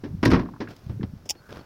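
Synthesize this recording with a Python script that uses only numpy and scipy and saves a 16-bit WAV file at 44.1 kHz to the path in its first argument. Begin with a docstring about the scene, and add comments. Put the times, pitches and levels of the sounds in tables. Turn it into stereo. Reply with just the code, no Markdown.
"""Van tailgate pushed down outdoors

The latch clacks on its striker without catching, as cracks, steel modes and a chattering ring. The door thuds as
panel modes, shudder noise and a cabin boom; its fittings tick and lighter knocks come before and after. Windowed
cosines bump the right microphone over a low rumble, and a hard edge close by slips and snaps in a scraping click.
Faint grainy scuffs, a narrow hush and two peeps lie over quiet open-air noise.
"""
import sys
import numpy as np
from scipy import signal
from scipy.fft import rfft, irfft
from scipy.io import wavfile

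SR = 44100
rng = np.random.default_rng(int(sys.argv[2]) if len(sys.argv) > 2 else 0)


def wav_record(signal):
    """Record a signal, one row per channel, as 16-bit PCM in the file named by sys.argv[1]."""
    frames = np.transpose(np.atleast_2d(signal))
    bounded = np.clip(frames, -1, 1)
    # unit amplitude maps onto the largest positive 16-bit level
    quanta = np.round(bounded * 32767).astype(np.int16)
    wavfile.write(sys.argv[1], SR, quanta)


N = 72765

# place of the door: (frequency [Hz], left minus right [dB])
DOOR_SIDE = [(100, -.5), (600, -1.5), (1300, -5.5), (3000, -1), (5500, -9), (9000, -1)]
# unevenness of rubbing and length of one grain
RUB_GRAIN_DB, RUB_GRAIN_S = 4, 0.004


def amp(db):
    """Decibels to gain."""
    return 10 ** (np.asarray(db) / 20)


def unit(x):
    """Scales to rms 1."""
    return x / np.sqrt(np.mean(x ** 2) + 1e-20)


def read(points, hz):
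    """Reads a table on a log-frequency axis."""
    f, value = np.transpose(points)
    return np.interp(np.log(hz + 1), np.log(f + 1), value)


def add(mix, s, sound):
    """Mixes a sound in at time s, cut at the end of the mix."""
    part = mix[:, round(s * SR):][:, :sound.shape[-1]]
    part += sound[..., :part.shape[1]]


def decay(t, t60):
    """Exponential fall of 60 dB in t60."""
    return np.exp(-np.log(1000) * t / max(t60, 1e-4))


def tilted(spectrum, hz, tilt_db):
    """A spectrum in dB, tilted by tilt_db per octave above 1 kHz."""
    return read(spectrum, hz) + tilt_db * np.log2(np.maximum(hz, 1000) / 1000)


def noise(spectrum, size, tilt_db=0, door=True):
    """Coloured stereo noise of rms 1, with the door's left-right balance or an even one."""
    # left-right likeness: (frequency [Hz], likeness [0-1])
    likeness = [(100, 0.98), (350, 0.91), (800, 0.24), (2500, 0)]
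    hz = np.fft.rfftfreq(size, 1 / SR)
    a, b = np.exp(2j * np.pi * rng.random((2, len(hz))))
    same = np.clip(read(likeness, hz), 0, 1)
    side_db = read(DOOR_SIDE, hz) / 2 * door
    left = (same * a + np.sqrt(1 - same ** 2) * b) * amp(side_db)
    right = a * amp(-side_db)
    return unit(irfft(np.array([left, right]) * amp(tilted(spectrum, hz, tilt_db)), size))


def grains(size, depth_db, grain_s):
    """A gain that wanders at random from grain to grain."""
    grain = np.arange(size) / SR / grain_s
    return amp(depth_db * np.interp(grain, np.arange(size), rng.standard_normal(size)))


def swell(levels, spectrum):
    """Noise that follows a slow level curve."""
    level_db = np.interp(np.arange(N) / SR, *np.transpose(levels))
    return amp(level_db) * noise(spectrum, N, door=False)


def burst(spectrum, ring, rise_s, tilt_db=0, stretch=1, size=SR // 2):
    """Many close modes struck at once, as noise whose octaves die at their own speeds."""
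    t, hz = np.arange(size) / SR, np.fft.rfftfreq(size, 1 / SR)
    centres = 2 ** np.arange(6, 15)
    z = rfft(noise(spectrum, size, tilt_db))
    out = 0
    for centre in centres:
        # overlapping triangular bands that sum to one
        band = irfft(z * read(np.c_[centres, centres == centre], hz), size)
        out = out + band * decay(t, read(ring, centre) * stretch)
    return out * np.minimum(t / rise_s, 1)


def modes(table, rise_s, stretch=1):
    """A struck body: a sum of dying partials."""
    t = np.arange(SR // 2) / SR
    partials = sum(amp(db) * np.cos(2 * np.pi * hz * t) * decay(t, t60 * stretch) for hz, db, t60 in table)
    return np.minimum(t / rise_s, 1) * partials


def crack(spectrum, tilt_db=0, door=True, size=2048):
    """One hard contact, at the door or close by: a coloured minimum-phase impulse of peak 1."""
    hz = abs(np.fft.fftfreq(size, 1 / SR))
    side_db = door * np.outer([1, -1], read(DOOR_SIDE, hz)) / 2
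    gain = amp(tilted(spectrum, hz, tilt_db) + side_db)
    minimum_phase = np.exp(np.conj(signal.hilbert(np.log(gain))))
    pulse = np.fft.ifft(minimum_phase).real[:, :size // 2]
    return pulse / abs(pulse).max()


def outdoors(air_db=-55, glide_hz=120):
    """Steady coloured noise for open air; two faint peeps arch in level and pitch."""
    # open air: (frequency [Hz], relative density [dB])
    air = [(25, -5), (100, 0), (300, -7.5), (700, -10.5), (1500, -18), (3500, -24), (5500, -22),
           (8000, -34.5), (15500, -31)]
    # peeps: (time [s], length [s], top pitch [Hz], level before the left-right gains [dB])
    peeps = [(1.355, 0.061, 4380, -59.5), (1.585, 0.042, 4420, -60)]
    out = amp(air_db) * noise(air, N, door=False)
    for s, length_s, top_hz, db in peeps:
        arch = np.sin(np.pi * np.arange(0, length_s, 1 / SR) / length_s)
        phase = 2 * np.pi * np.cumsum(top_hz + glide_hz * (arch - 1)) / SR
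        add(out, s, amp(db) * amp([[-6], [3]]) * arch * np.sin(phase))
    return out


def hush():
    """A narrow band of grainy noise swells under the last scuff."""
    # swell: (time [s], level before graining [dB])
    hush_level = [(1.33, -70), (1.5, -50.5), (1.65, -60.5)]
    # colour: (frequency [Hz], relative density [dB])
    hush_colour = [(700, -18), (1500, 8), (2200, -23)]
    return swell(hush_level, hush_colour) * grains(N, RUB_GRAIN_DB, RUB_GRAIN_S)


def scuffs(rise_s=0.0053, fall_s=0.069):
    """Soft rubbing: noise made uneven by random grains."""
    # strokes: (time [s], length [s], level [dB], treble tilt [dB/octave])
    strokes = [(0.683, 0.075, -39.5, 2.5), (0.697, 0.26, -56, 5), (1.488, 0.17, -41.5, 1.5)]
    # colour: (frequency [Hz], relative density [dB])
    scuff_colour = [(30, 3), (110, 17), (350, 10), (800, 4), (1500, -0.5), (2200, -6.5), (5500, -14.5),
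                    (8000, -31.5), (15000, -34)]
    out, t = np.zeros((2, N)), np.arange(SR // 2) / SR
    for s, length_s, db, tilt_db in strokes:
        shape = np.clip(np.minimum(t / rise_s, (length_s - t) / fall_s), 0, 1)
        rub = grains(len(t), RUB_GRAIN_DB, RUB_GRAIN_S) * noise(scuff_colour, len(t), tilt_db, door=False)
        add(out, s, amp(db) * shape * unit(rub))
    return out


def rumble(left_db=-12):
    """Low noise, mostly on the right microphone, follows the moving hand."""
    # swell: (time [s], level before the left-right gains [dB])
    rumble_level = [(0, -45.5), (.1, -32), (.21, -35), (.64, -48), (.8, -57.5), (.92, -30), (1.15, -40.5),
                    (1.35, -56)]
    # colour: (frequency [Hz], relative density [dB])
    rumble_colour = [(25, -13), (95, 7.5), (250, -5.5), (900, -52.5)]
    return swell(rumble_level, rumble_colour) * amp([[left_db], [0]])


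def bumps(width_cycles=0.5, left_leak_db=-28, lead_s=0.02):
    """Touches on the right microphone: short low pressure swings under a Gaussian."""
    # touches: (centre time [s], level at right [dB], pitch [Hz])
    touches = [(0.145, -21.5, 162), (0.151, -16, 148), (0.87, -19.5, 120), (0.8998, -16, 116),
               (0.909, -17.5, 132), (0.998, -18.5, 260), (1.008, -15.5, 145), (1.0223, -16.5, 260),
               (1.0394, -10.5, 177.5), (1.049, -17, 120), (1.138, -18.5, 154), (1.169, -26, 93)]
    out = np.zeros((2, N))
    t, ports = np.arange(-lead_s, lead_s, 1 / SR), amp([[left_leak_db], [0]])
    for s, db, hz in touches:
        swing = -np.cos(2 * np.pi * hz * t) * np.exp(-(t * hz / width_cycles) ** 2)
        add(out, s - lead_s, amp(db) * ports * swing)
    return out


def click(snap_ring_hz=830, snap_ring_db=-32, snap_ring_t60_s=0.057):
    """A hard edge slips and snaps close by; the right microphone hears it later, the recorder's body shades both."""
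    # slips: (time [s], level [dB], hold before decay [s], t60 [s])
    slips = [(0.765, -46.5, 0.00074, 0.011), (1.256, -51, 0.0058, 0.074), (1.291, -27.5, 0.018, 0.017),
             (1.303, -21.5, 0.0036, 0.037)]
    # snaps: (time [s], peak level before shading [dB])
    snaps = [(1.2968, -7.5), (1.308, -7.5)]
    # edge colour: (frequency [Hz], relative density [dB])
    slip_colour = [(300, -19), (820, -11), (1300, -22), (2600, -6.5), (3550, -7), (3950, -13), (5100, 2),
                   (6150, 3.5), (6700, -7), (13000, -21), (15400, -13), (16000, -33)]
    # shading: (frequency [Hz], left minus right [dB])
    slip_side = [(4500, 0), (6000, -5.5), (8200, 9), (10200, 0)]
    # delay at right: (frequency [Hz], lag [s])
    slip_lag = [(3000, .00033), (5100, .00039), (6500, .00043), (10200, .00039), (15000, .00045)]
    edge, t, hz = np.zeros((1, N)), np.arange(SR // 10) / SR, np.fft.rfftfreq(N, 1 / SR)
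    for s, db, hold_s, t60_s in slips:
        scrape = noise(slip_colour, len(t), door=False)[1]
        add(edge, s, amp(db) * scrape * decay(np.maximum(t - hold_s, 0), t60_s))
    for s, db in snaps:
        add(edge, s, amp(db) * crack(slip_colour, door=False)[0])
    # low ring left by the last snap
    add(edge, snaps[-1][0], modes([(snap_ring_hz, snap_ring_db, snap_ring_t60_s)], rise_s=0.00024))
    side_db = read(slip_side, hz) / 2
    late = np.exp(-2j * np.pi * hz * read(slip_lag, hz))
    return irfft(rfft(edge) * np.array([amp(side_db), amp(-side_db) * late]), N)


def fittings(rise_s=0.0019, t60_s=0.042, skirt_db_per_octave=23):
    """Loose fittings tick: dying noise in a narrow band around each pitch."""
    # ticks: (time [s], level before the envelope [dB], pitch [Hz])
    ticks = [(.429, -30.5, 960), (.459, -36, 1110), (.486, -36, 990), (0.536, -37, 1020),
             (0.561, -38.5, 1030), (.673, -33, 1500), (1.008, -41.5, 1530), (1.499, -40.5, 1450)]
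    out, t = np.zeros((2, N)), np.arange(SR // 10) / SR
    shape = np.minimum(t / rise_s, 1) * decay(t, t60_s)
    for s, db, hz in ticks:
        colour = [(f, -skirt_db_per_octave * abs(np.log2(f / hz))) for f in (20, hz, SR / 2)]
        add(out, s, amp(db) * shape * noise(colour, len(t)))
    return out


def knocks():
    """Light knocks ring the door's modes and rattle its fittings; taps only rattle them."""
    # blows: (time [s], mode level [dB], rattle level [dB], ring length factor [-])
    light_blows = [(0.036, -25.5, -32, 0.85), (0.2307, -10.5, -21.5, 0.46), (.603, -22, -24.5, 0.79)]
    # door modes: (frequency [Hz], level [dB], t60 at factor 1 [s])
    knock_modes = [(108, -15.5, 0.67), (238, 0, 0.13), (290.7, -7, 0.28), (306, 7.5, 0.023),
                   (422.3, -17, 0.33)]
    # rattle colour: (frequency [Hz], relative density [dB])
    rattle_colour = [(50, -35), (280, 14), (700, -4), (1050, 0), (1350, -9), (1650, -2.5), (3000, -13.5),
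                     (5600, -18), (7500, -39), (15000, -49)]
    # ring of rattle and taps: (frequency [Hz], t60 at factor 1 [s])
    rattle_ring = [(200, 0.34), (1500, 0.19), (7000, 0.16)]
    # taps of the loose door: (time [s], level [dB], ring length factor [-])
    taps = [(0.897, -40.5, 0.68), (1.031, -30, 0.34), (1.259, -43.5, 0.22), (1.352, -42, 0.22)]
    # tap colour: (frequency [Hz], relative density [dB])
    tap_colour = [(100, -0.5), (350, 14.5), (900, 1), (3000, -7.5), (5500, -15.5), (8000, -52)]
    out = np.zeros((2, N))
    for s, db, rattle_db, stretch in light_blows:
        add(out, s, amp(db) * modes(knock_modes, rise_s=0.0036, stretch=stretch))
        add(out, s, amp(rattle_db) * burst(rattle_colour, rattle_ring, rise_s=0.0042, stretch=stretch))
    for s, db, stretch in taps:
        add(out, s, amp(db) * burst(tap_colour, rattle_ring, rise_s=0.00022, stretch=stretch))
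    return out


def door(panel_db=-3.5, shudder_db=-4, cabin_hz=39, cabin_t60_s=0.36, cabin_rise_s=0.015):
    """Each blow rings the panel, shakes the bodywork and pumps the cabin air."""
    # blows: (time [s], panel and shudder level [dB], cabin boom level [dB])
    thuds = [(0.2605, -11, -30.5), (0.283, -23.5, -34), (0.3213, -13.5, -30.5), (.334, -15.5, -22.5)]
    # panel modes: (frequency [Hz], relative level [dB], t60 [s])
    panel_modes = [(83.8, -8.5, 0.17), (120, -1, 0.39), (181.1, -5.5, 0.36), (260, -0.5, 0.25),
                   (283, -10, 0.19), (324.5, -4.5, 0.14), (463.7, -10.5, 0.23), (563, -25, 0.3)]
    # bodywork colour: (frequency [Hz], relative density [dB])
    shudder_colour = [(25, -31), (70, -4), (130, 0.5), (300, 1), (450, -12.5), (700, -18), (1500, -60.5)]
    # bodywork ring: (frequency [Hz], t60 [s])
    shudder_ring = [(50, 0.47), (250, 0.42), (800, 0.38)]
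    out, t = np.zeros((2, N)), np.arange(SR // 2) / SR
    panel = amp(panel_db) * modes(panel_modes, rise_s=0.0011)
    cabin = np.sin(2 * np.pi * cabin_hz * t) * np.minimum(t / cabin_rise_s, 1) * decay(t, cabin_t60_s)
    for s, db, boom_db in thuds:
        shudder = amp(shudder_db) * burst(shudder_colour, shudder_ring, rise_s=0.0014)
        add(out, s, amp(db) * (panel + shudder) + amp(boom_db) * cabin)
    return out


def latch(contact_s=0.001, crack_db=1.5, chatter_db=6, chatter_grain_s=0.0021):
    """Latch on striker: each clack is a hard crack, a few steel modes and a dense, chattering ring."""
    # clacks: (time [s], level [dB], treble tilt [dB/octave], ring length factor [-])
    clacks = [(0.229, -24.5, 2.5, 1.4), (0.2362, -17.5, -4.5, 0.43), (0.2528, -21, 8.5, 1.19),
              (0.257, -10.5, 0, 0.23), (0.302, -29.5, 3.5, 3.1), (0.3149, -20.5, 2, 0.96),
              (0.3332, -22.5, 0.5, 1.1), (0.3431, -21.5, 0, 1.19), (.364, -25.5, -9.5, 1.07),
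              (0.3954, -29.5, -1, 0.93)]
    # latch colour: (frequency [Hz], relative density [dB])
    clack_colour = [(150, -15), (450, 1.5), (700, -1.5), (1000, 4), (1950, -2), (2600, -7), (4200, -14.5),
                    (5500, -15), (7200, -34.5), (10500, -33), (16000, -41.5)]
    # latch ring: (frequency [Hz], t60 at factor 1 [s])
    clack_ring = [(400, 0.12), (1200, 0.11), (5000, 0.1), (12000, 0.0089)]
    # steel modes: (frequency [Hz], relative level [dB], t60 [s])
    steel_modes = [(995, -18.5, 0.18), (1095, -19.5, 0.26), (1604, -18, 0.17), (1854, -11.5, 0.045),
                   (5400, -43, 0.06)]
    out, t = np.zeros((2, N)), np.arange(SR // 2) / SR
    steel = modes(steel_modes, rise_s=0.00027) * amp([[-3], [2]])
    for s, db, tilt_db, stretch in clacks:
        ring = burst(clack_colour, clack_ring, rise_s=0.00046, tilt_db=tilt_db, stretch=stretch)
        # chatter deepens as the ring goes on
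        chatter = grains(len(t), chatter_db, chatter_grain_s) ** (1 - decay(t, 0.29))
        add(out, s, amp(db) * (steel + ring * chatter))
        add(out, s + contact_s, amp(db + crack_db) * crack(clack_colour, tilt_db))
    return out


def scene():
    """Sum of all sources."""
    background = outdoors() + hush() + scuffs()
    handling = rumble() + bumps()
    tailgate = fittings() + knocks() + door() + latch()
    return background + handling + click() + tailgate


def record(dry, edge_hz=16300):
    """The recorder's band limit: a linear-phase low-pass."""
    lowpass = signal.firwin(511, edge_hz, window=("kaiser", 9), fs=SR)
    return signal.oaconvolve(dry, lowpass[None], "same")


dry = scene()
out = record(dry)
wav_record(out)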